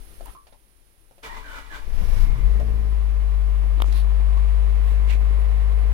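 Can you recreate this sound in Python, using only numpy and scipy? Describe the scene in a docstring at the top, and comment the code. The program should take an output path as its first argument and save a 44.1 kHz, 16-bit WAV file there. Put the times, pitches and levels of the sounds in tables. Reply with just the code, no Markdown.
"""A key clicks round, a starter grinds through three compressions, and a cold four-cylinder petrol engine
stumbles, flares and settles into a booming fast idle. Driver's seat, hand-held stereo recorder, drawn back
from the dashboard during the idle. The firings pump the cabin air while exhaust and valves beat in step;
the starter's gear teeth whine and ring its housing. Close to the microphones, fingers knock and rub
on the recorder's case, over a faint hiss."""
import sys
import numpy as np
from scipy import signal
from scipy.fft import rfft, irfft, next_fast_len
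from scipy.io import wavfile

SR = 44100
rng = np.random.default_rng(int(sys.argv[2]) if len(sys.argv) > 2 else 0)


def dump(signal):
    """Clip the signal to [-1, 1] and save it as 16-bit WAV at the path in sys.argv[1]."""
    limited = np.clip(np.atleast_2d(signal).T, -1, 1)
    pcm = np.round(limited * 32767).astype(np.int16)
    wavfile.write(sys.argv[1], SR, pcm)


N = 261511
TIME = np.arange(N) / SR

# the two microphone ports: (frequency [Hz], left minus right [dB], lead of the left [rad], likeness [0-1])
MIC_PORTS = [(24, 22, -1.5, 1), (54.3, 10, -1.08, 0.56), (113, 4, -1.04, 1), (202, 2, -1, 0.57),
             (470, 0.5, -0.2, 0.36), (1020, 1.5, -1.8, 1), (1930, -5, -2.5, 0), (4530, -6.5, -0.5, 0),
             (10600, -9, 2, 0), (16200, -11.5, 18, 1)]
# deep rumble of the rocking engine and of the case in the hand: (frequency [Hz], level [dB])
RUMBLE_SPECTRUM = [(4, -33), (11, -11), (18, -9), (28, 0), (45, -2.5), (70, -19), (130, -29.5), (300, -77)]
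# strokes the starter labours through: (start [s], length [s], level [dB], whine [Hz], glide [Hz/s])
COMPRESSIONS = [(1.265, 0.11, -45.5, 883, 841), (1.43, 0.15, -44, 1584, -1100),
                (1.69, 0.065, -42.5, 1778, -3400)]

# phases of the start: (start [s], attack [s], hold [s], release t60 [s])
ENGAGE = (1.225, 0.017, 0.03, 0.19)   # the pinion bites
CRANK = (1.23, 0.044, 0.53, 0.76)     # the starter turns the engine
GULP = (1.729, 0.48, 0.023, 0.33)     # air rushes into the manifold
FLARE = (1.8, 0.15, 0.76, 2.1)        # the engine pulls hard, then eases to idle
STUMBLE = (1.877, 0.1, 0.3, 2.7)      # it fires unevenly
OVERRUN = (1.95, 0.38, 0.22, 0.59)    # it throws the starter off to spin down
# gradual changes: (start [s], length [s])
CATCH = (1.788, 0.25)       # the engine comes up to strength
DRAW_BACK = (3.3, 1.12)     # the recorder moves from the dashboard into the cabin
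TONES_GROW = (4.38, 0.63)   # the steady tones of the idle come forward
LABOUR_T60_S = 0.26         # decay after each compression


def from_db(db):
    """Decibels to gain."""
    return 10 ** (np.asarray(db) / 20)


def rms_one(x):
    """Scale to rms 1."""
    return x / np.sqrt(np.mean(x ** 2) + 1e-20)


def together(*gains):
    """Unrelated vibrations add in power."""
    return np.sqrt(sum(gain ** 2 for gain in gains))


def ramp(start, length):
    """From 0 to 1 in a straight line."""
    return np.clip((TIME - start) / length, 0, 1)


def swell(start, attack, hold, t60):
    """Gain that rises, holds and dies away."""
    return ramp(start, attack) * from_db(-60 * np.maximum(TIME - start - attack - hold, 0) / t60)


def at_hz(rows, hz, column=1):
    """One column of a table, read on a log-frequency axis."""
    columns = np.transpose(rows)
    return np.interp(np.log(hz), np.log(columns[0]), columns[column])


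def filtered(x, response):
    """Apply a frequency response, given as a function of Hz."""
    size = next_fast_len(N + 4096)
    hz = np.maximum(np.arange(size // 2 + 1) * SR / size, 1)
    return irfft(rfft(x, size) * response(hz), size)[..., :N]


def drift(rate_hz):
    """Random wander of rms 1, mostly slower than rate_hz."""
    return rms_one(filtered(rng.standard_normal(N), lambda hz: 1 / (1 + (hz / rate_hz) ** 2) ** 2))


def white():
    """Two unrelated white noises."""
    return rng.standard_normal((2, N))


def coloured(pair, spectrum):
    """Two unrelated signals given a spectrum, and made alike at the low end as in a small cabin; rms 1."""
    def weight(hz):
        alike = at_hz(MIC_PORTS, hz, column=3)
        return from_db(at_hz(spectrum, hz)) * np.sqrt([1 + alike, 1 - alike])
    mid, side = filtered(pair, weight)
    return rms_one(np.array([mid + side, mid - side]))


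def wavering(angle, width_hz, steady):
    """A tone of rms 1: a steady core and a share that wanders in height and phase."""
    wander = drift(width_hz) * np.sin(angle) + drift(width_hz) * np.cos(angle)
    return np.sqrt(2 * steady) * np.sin(angle) + np.sqrt(1 - steady) * wander


def ring(x, hz, t60):
    """A damped resonance: a unit click sets a sine of height 1 ringing."""
    r, w = from_db(-60 / (t60 * SR)), 2 * np.pi * hz / SR
    return signal.lfilter([0, np.sin(w)], [1, -2 * r * np.cos(w), r * r], x + 1e-18)


def add(out, s, sound):
    """Mix a short sound in at time s."""
    at = round(s * SR)
    out[:, at:at + sound.shape[-1]] += sound[..., :N - at]


def engine():
    """The engine beyond the bulkhead; its firing angle makes one turn per firing."""
    # engine speed: (time [s], firing rate [Hz])
    speed = [(1.2, 7.5), (1.8, 9), (1.87, 17), (2.05, 20), (2.16, 27), (2.33, 33.5), (2.48, 49), (2.63, 55),
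             (2.8, 54), (3.0, 51.4), (3.3, 50), (3.9, 49.4), (4.4, 50), (5.0, 51.4), (5.93, 51.7)]
    rate = np.interp(TIME, *np.transpose(speed))
    angle = 2 * np.pi * np.cumsum(rate) / SR
    body = cabin_boom(rate, angle) + shudder() + exhaust(angle)
    return body + valve_train(angle) + intake(angle) + block_drone(rate, angle)


def running(idle_db, flare_db=0, late_db=0, late=DRAW_BACK):
    """Gain of a part once the engine catches; the flare adds flare_db, the late change adds late_db."""
    return ramp(*CATCH) * from_db(idle_db + flare_db * swell(*FLARE) + late_db * ramp(*late))


def cycle_noise(angle, repeat=0.3, size=3400):
    """Noise of which a share comes back with every four firings; the rest is new each time."""
    pattern = rng.standard_normal((2, size))
    place_in_cycle = (angle / (8 * np.pi) % 1 * size).astype(int)
    return np.sqrt(repeat) * pattern[:, place_in_cycle] + np.sqrt(1 - repeat) * white()


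def cabin_boom(rate, angle, overtone_db=-10.5):
    """Firings pump the cabin air; their rate and its overtones sweep through its resonances."""
    # the cabin's response at the seat: (frequency [Hz], gain [dB])
    cabin_air = [(14, 0), (20, -10), (32, -1), (39, -17), (45, 3.5), (52, 0.5), (57, -4.5), (99, -22),
                 (110, -7.5), (125, -10), (140, -6), (151, -17.5), (195, -43), (218, -15), (240, -10)]
    boom = from_db(at_hz(cabin_air, rate) + 0.17 * drift(3.8)) * np.sin(angle)
    for k in range(2, 5):
        boom += from_db(overtone_db + at_hz(cabin_air, k * rate) + 0.33 * drift(51)) * np.sin(k * angle)
    return running(idle_db=-22.5, flare_db=2.63, late_db=3.05) * np.sqrt(2) * boom


def shudder():
    """The engine rocks as it cranks, stumbles and runs; its mounts limit the swing."""
    rocking = together(from_db(-42.5) * swell(*CRANK), from_db(3) * strain(),
                       from_db(-22.5) * swell(*STUMBLE), running(idle_db=-48, flare_db=3.3))
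    return rocking * 0.97 * np.tanh(coloured(white(), RUMBLE_SPECTRUM))


def exhaust(angle):
    """One puff of gas per firing, with a few hard thumps as the engine catches."""
    # the exhaust heard from inside: (frequency [Hz], level [dB])
    growl = [(50, 7), (90, 8.5), (140, 3), (210, -1.5), (330, -13), (460, -1), (620, -19), (1100, -27.5),
             (2500, -59)]
    # single hard firings: (time [s], level [dB])
    hard_firings = [(1.871, -39), (2.01, -30), (2.08, -49), (2.129, -40), (2.265, -53)]
    rate = np.gradient(angle) * SR / (2 * np.pi)
    throb_db = 0.99 * (50 / np.maximum(rate, 25)) ** 0.71   # the puffs stand further apart at low speed
    puffs = coloured(cycle_noise(angle), growl) * from_db(throb_db * (np.cos(angle) - 2.4))
    thump_gain = sum(from_db(db) * swell(s, attack=0.0076, hold=0, t60=0.18) for s, db in hard_firings)
    thumps = thump_gain * coloured(white(), growl)
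    return running(idle_db=-48.5, flare_db=10.5, late_db=2.06) * puffs + thumps


def valve_train(angle):
    """Valve contacts clatter in step with the firings and the four-firing cycle."""
    # the clatter at the seat: (frequency [Hz], level [dB])
    clatter = [(110, -36), (180, -29), (231, -4.5), (303, 0.5), (382, -7), (420, -5), (491, -6.5),
               (768, -4), (840, -7.5), (1080, 0), (1360, -10.5), (2130, -11), (6700, -33), (9940, -33),
               (13000, -38.5)]
    beat_db = 0.29 * np.cos(angle) + 0.2 * np.cos(2 * angle) + 0.14 * np.cos(angle / 4)
    contacts = from_db(beat_db + 0.79 * drift(57)) * cycle_noise(angle)
    return running(idle_db=-45, late_db=3) * coloured(contacts, clatter)


def intake(angle):
    """Air hisses into the manifold: one gulp, then a draw that pulses with the firings."""
    # rushing air: (frequency [Hz], level [dB])
    rush = [(300, -19), (900, -5), (2000, -5.5), (3500, -11.5), (5500, -11.5), (7500, -21.5), (11000, -14),
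            (15500, -25)]
    airflow = together(running(idle_db=-62.5, flare_db=4.7, late_db=-1.5), from_db(-46) * swell(*GULP))
    return airflow * from_db(0.82 * np.sin(angle)) * coloured(white(), rush)


def block_drone(rate, angle, panel_hz=433, panel_width_hz=28):
    """The block and its accessories sing at multiples of the firing rate; a panel lifts tones near it."""
    # engine tones: (multiple of the firing rate, level [dB])
    orders = [(5, -6), (5.5, -11), (6, 0), (7, -11), (8, 2), (8.5, -9), (9, -2), (10, -10), (11, -4),
              (15, -8), (18, -10), (19.5, -7), (21, -6), (21.25, -6), (21.5, -9), (39, -13), (40.5, -13),
              (42, -15)]
    tilt_db_per_octave = -5 + 1.6 * swell(*FLARE) + 9.1 * ramp(*TONES_GROW)
    tones = 0
    for k, db in orders:
        panel_db = 3 / (1 + (2 * (k * rate - panel_hz) / panel_width_hz) ** 2)   # a cabin panel rings
        gain = from_db(db + tilt_db_per_octave * np.log2(k / 8) + panel_db)
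        tones += gain * wavering(k * angle, width_hz=5, steady=0.95)
    return running(idle_db=-65, flare_db=9.2, late_db=7.1, late=TONES_GROW) * tones


def starter_whine(attack_s=0.036):
    """The gears sing out on each compression and on the overrun; backlash roughens them to a whirr."""
    # mesh tones: (multiple of the whine, level [dB])
    mesh_tones = [(.19, -14.5), (0.381, -15), (1, 1), (1.171, -11), (2.05, 1.5)]
    # what the bulkhead lets through to the seat: (frequency [Hz], gain [dB])
    bulkhead = [(170, -3.5), (270, 0), (900, 3), (1500, 0), (2000, -2.5), (2450, 1.5), (2900, -17),
                (6000, -32)]
    angle = 2 * np.pi * np.cumsum(gear_pitch()) / SR
    whirr = 0
    for k, db in mesh_tones:
        whirr += from_db(db) * np.array([wavering(k * angle, width_hz=140, steady=0.15) for _ in "LR"])
    whirr = filtered(whirr, lambda hz: from_db(at_hz(bulkhead, hz)))
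    labour = sum(from_db(db) * swell(s, attack_s, length - attack_s, LABOUR_T60_S)
                 for s, length, db, _, _ in COMPRESSIONS)
    return (labour + from_db(-54.5) * swell(*OVERRUN)) * whirr


def gear_pitch(overrun_hz=2400, fall_hz_per_s=750):
    """The whine glides through each compression, then falls steadily as the starter spins down."""
    hz = np.full(N, COMPRESSIONS[0][3], float)
    for s, length, _, start_hz, glide in COMPRESSIONS:
        hz = np.where(TIME > s, start_hz + glide * np.minimum(TIME - s, length), hz)
    freed_s = TIME - OVERRUN[0]
    return np.where(freed_s > 0, np.maximum(overrun_hz - fall_hz_per_s * freed_s, 0), hz)


def strain(lag_s=0.0064):
    """Gain of the load on the gears, which builds to a peak just after each compression ends."""
    return sum(from_db(db) * swell(s, length + lag_s, 0, LABOUR_T60_S)
               for s, length, db, _, _ in COMPRESSIONS)


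def starter_grind():
    """The gear teeth scrape, harder on each compression, and ring the housing."""
    # scraping teeth: (frequency [Hz], level [dB])
    tooth_spectrum = [(88, -42), (150, -42), (643, -3), (827, -10), (912, -7), (1270, 6.5), (1450, -3),
                      (1870, -8.5), (2310, 4), (2600, -7.5), (11600, -23), (15500, -24)]
    # resonances of starter housing and bulkhead: (frequency [Hz], width [Hz], level [dB])
    housing_modes = [(285, 40, -6), (447, 16, 1), (610, 40, -7), (907, 24, 2), (1005, 45, -1),
                     (1110, 80, -2), (1430, 28, -1), (1526, 32, -1), (1680, 55, -3), (1952, 20, 1),
                     (2006, 20, 0), (2240, 35, -3), (2300, 40, -3), (2850, 200, -10), (3400, 150, -14)]
    def housing(hz):
        return sum(from_db(db) / (1 + 2j * (hz - f) / width) for f, width, db in housing_modes)
    scraping = white() * from_db(0.63 * drift(145))
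    teeth = from_db(-0.5) * coloured(scraping, tooth_spectrum)
    ringing = from_db(3.5) * rms_one(filtered(scraping, housing))
    load = together(from_db(-42.5) * swell(*ENGAGE), from_db(-54.5) * swell(*CRANK),
                    from_db(-1.5) * strain(), from_db(-58) * swell(*OVERRUN))
    return load * (teeth + ringing)


def clack(t, hz, t60):
    """A struck loose part: its main ring, just under hz, and weaker neighbours."""
    # neighbouring modes: (multiple of the nominal pitch, level [dB], longest t60 [s])
    neighbours = [(.36, -9.5, 0.025), (.62, -15, 0.046), (1.042, -5.5, 0.23), (1.2, -4, 0.032),
                  (2.1, -13, 0.021)]
    tone = 0
    for k, db, decay in [(0.96, 0, t60)] + neighbours:
        phase = rng.uniform(0, 2 * np.pi)
        tone += from_db(db - 60 * t / min(decay, t60)) * np.sin(2 * np.pi * k * hz * t + phase)
    return tone


def clicks(cabin_t60=0.17, cabin_db=3.5, tick_t60=0.11):
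    """Small parts around the dashboard tick and ring, each at its own pitch; the cabin scatters them."""
    # key, relays, solenoid and trim: (time [s], level [dB], nominal pitch [Hz], t60 [s], brightness [dB])
    parts = [(.2, -48.5, 560, 0.061, -17), (.208, -38.5, 600, 0.025, -14), (0.258, -45.5, 990, 0.033, -12),
             (0.269, -40, 874, 0.023, -6), (0.349, -44, 1102, 0.2, -24), (0.469, -54, 693, 0.072, 9),
             (0.525, -51.5, 590, 0.022, -1), (.53, -53.5, 915, .04, 0), (1.111, -51, 585, 0.018, -15),
             (1.181, -52, 583, 0.06, -1), (1.232, -52, 1050, 0.038, 13.5), (2.6, -32, 624, 0.059, -20),
             (2.619, -38.5, 570, 0.038, -19), (4.372, -34.5, 1000, 0.014, -7.5)]
    out, t = np.zeros((2, N)), TIME[:SR // 3]
    tick_band = signal.butter(2, [500, 3800], "band", fs=SR, output="sos")
    for s, db, hz, t60, bright_db in parts:
        echoes = rng.standard_normal((2, len(t))) * from_db(-60 * t / cabin_t60)
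        direct = clack(t, hz, t60)
        scattered = signal.fftconvolve(echoes / np.linalg.norm(echoes[0]), direct[None])[:, :len(t)]
        tone = from_db(-0.5) * (direct + from_db(cabin_db) * scattered)
        tick = rms_one(signal.sosfilt(tick_band, rng.standard_normal((2, len(t)))))
        tick *= from_db(bright_db - 8 - 60 * t / tick_t60)
        add(out, s, from_db(db) * (tone + tick))
    return out


def case_knocks():
    """Fingers knock the recorder's case and ring it, right at the microphones and towards the left."""
    # finger blows: (time [s], strength [dB], contact cut-off [Hz])
    knocks = [(3.8026, -14, 1098), (3.806, -31, 9000), (3.821, -9.5, 4500), (3.843, -15.5, 600)]
    # modes of the case: (frequency [Hz], level [dB], t60 [s])
    case_modes = [(550, -47, 0.0069), (1200, -3, 0.0059), (2160, -17, 0.0066), (3050, -6.5, 0.0035),
                  (3400, -19.5, 0.0071), (8050, -15, .002), (10900, -32, .002)]
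    blows = np.zeros((1, N))
    for s, db, contact_hz in knocks:
        softness = np.exp(-2 * np.pi * contact_hz / SR)
        add(blows, s, from_db(db) * (1 - softness) * softness ** np.arange(SR // 100))
    ringing = sum(ring(blows * from_db(db), hz, t60) for hz, db, t60 in case_modes)
    return ringing * from_db([[4], [-4]])


def jingle_and_rubs():
    """A short, high tick of jingling keys, then fingers stick and slip over the case; slightly right."""
    # friction: (frequency [Hz], level [dB])
    friction_spectrum = [(800, -7), (1700, 8), (2800, 8), (4300, 0), (6500, -54), (10000, -20),
                         (15500, -45)]
    # key tick (the 13 kHz row) and finger rubs:
    # (centre [s], length [s], level [dB], squeak [Hz], squeak over friction [dB], sharpness [Q])
    contacts = [(0.286, 0.054, -61.5, 1300, 5, 7.2), (0.258, .006, -63, 13000, 14.5, 2),
                (3.821, 0.0035, -34.5, 10800, -7, 0.96), (3.88, 0.055, -57.5, 5950, -0.5, 1.7),
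                (3.927, 0.0051, -54.5, 3200, 9, 2.9), (3.973, 0.064, -53.5, 3950, 6, 4.6),
                (3.977, 0.059, -63.5, 9400, 9.5, 5.3), (4.903, 0.075, -55, 9500, -6.5, 1.6),
                (5.104, 0.017, -57, 2660, 10.5, 15), (5.121, 0.054, -53.5, 2260, 12.5, 5.1)]
    slips = white() * from_db(1.8 * drift(390))
    friction = coloured(slips, friction_spectrum)
    out = 0
    for s, length, db, hz, squeak_db, sharpness in contacts:
        squeak = rms_one(signal.lfilter(*signal.iirpeak(hz, sharpness, fs=SR), slips))
        touch = from_db(db) * np.exp(-2 * ((TIME - s) / length) ** 2)
        out += touch * (friction + from_db(squeak_db) * squeak)
    return out * from_db([[-2], [2]])


def background(whistle_hz=9718):
    """Hiss, electronic whistle and hand rumble start louder and drop after a third of a second;
    the key scrapes meanwhile."""
    # hiss: (frequency [Hz], level [dB])
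    hiss_spectrum = [(35, -30), (60, 2.5), (163, -12.5), (351, -10.5), (756, -18.5), (910, -17),
                     (3500, -22.5), (4960, -25), (5980, -26), (7720, -30.5), (9740, -17.5), (11700, -23.5),
                     (15500, -27.5)]
    # dull scrape of the key in its barrel: (frequency [Hz], level [dB])
    scrape_spectrum = [(40, -14), (90, 3), (180, -6), (350, -3.5), (600, -13.5), (1500, -24), (5000, -45)]
    opening_swell = swell(start=-0.102, attack=0.1, hold=0.338, t60=0.2)
    hiss_gain = together(from_db(-62 + 1.5 * ramp(*DRAW_BACK)), from_db(-53.5) * opening_swell)
    rumble_gain = together(from_db(-62.5), from_db(-47.5) * opening_swell)
    whistle = from_db(-7.5 + 2.2 * drift(33)) * np.sin(2 * np.pi * whistle_hz * TIME)
    scrape = from_db(-61) * opening_swell * coloured(white(), scrape_spectrum)
    hiss = hiss_gain * (coloured(white(), hiss_spectrum) + whistle * [[0], [1]])   # whistle on the right
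    return hiss + rumble_gain * coloured(white(), RUMBLE_SPECTRUM) + scrape


def scene():
    """Everything heard in the driver's seat."""
    car = engine() + starter_whine() + starter_grind() + clicks()
    return car + case_knocks() + jingle_and_rubs() + background()


def record(dry, cutoff_hz=15800, fade_s=0.006):
    """The left port favours the bass and lags a little, the right favours the treble; the top is cut."""
    def ports(hz):
        balance_db, lead = at_hz(MIC_PORTS, hz), at_hz(MIC_PORTS, hz, column=2)
        left = from_db(balance_db / 2) * np.exp(1j * lead / 2)
        return np.array([left, 1 / left])
    fade_out = np.minimum((TIME[-1] - TIME) / fade_s, 1)
    top_cut = signal.ellip(12, 0.1, 80, cutoff_hz, fs=SR, output="sos")
    return signal.sosfilt(top_cut, filtered(dry * fade_out, ports))


dry = scene()
out = record(dry)
dump(out)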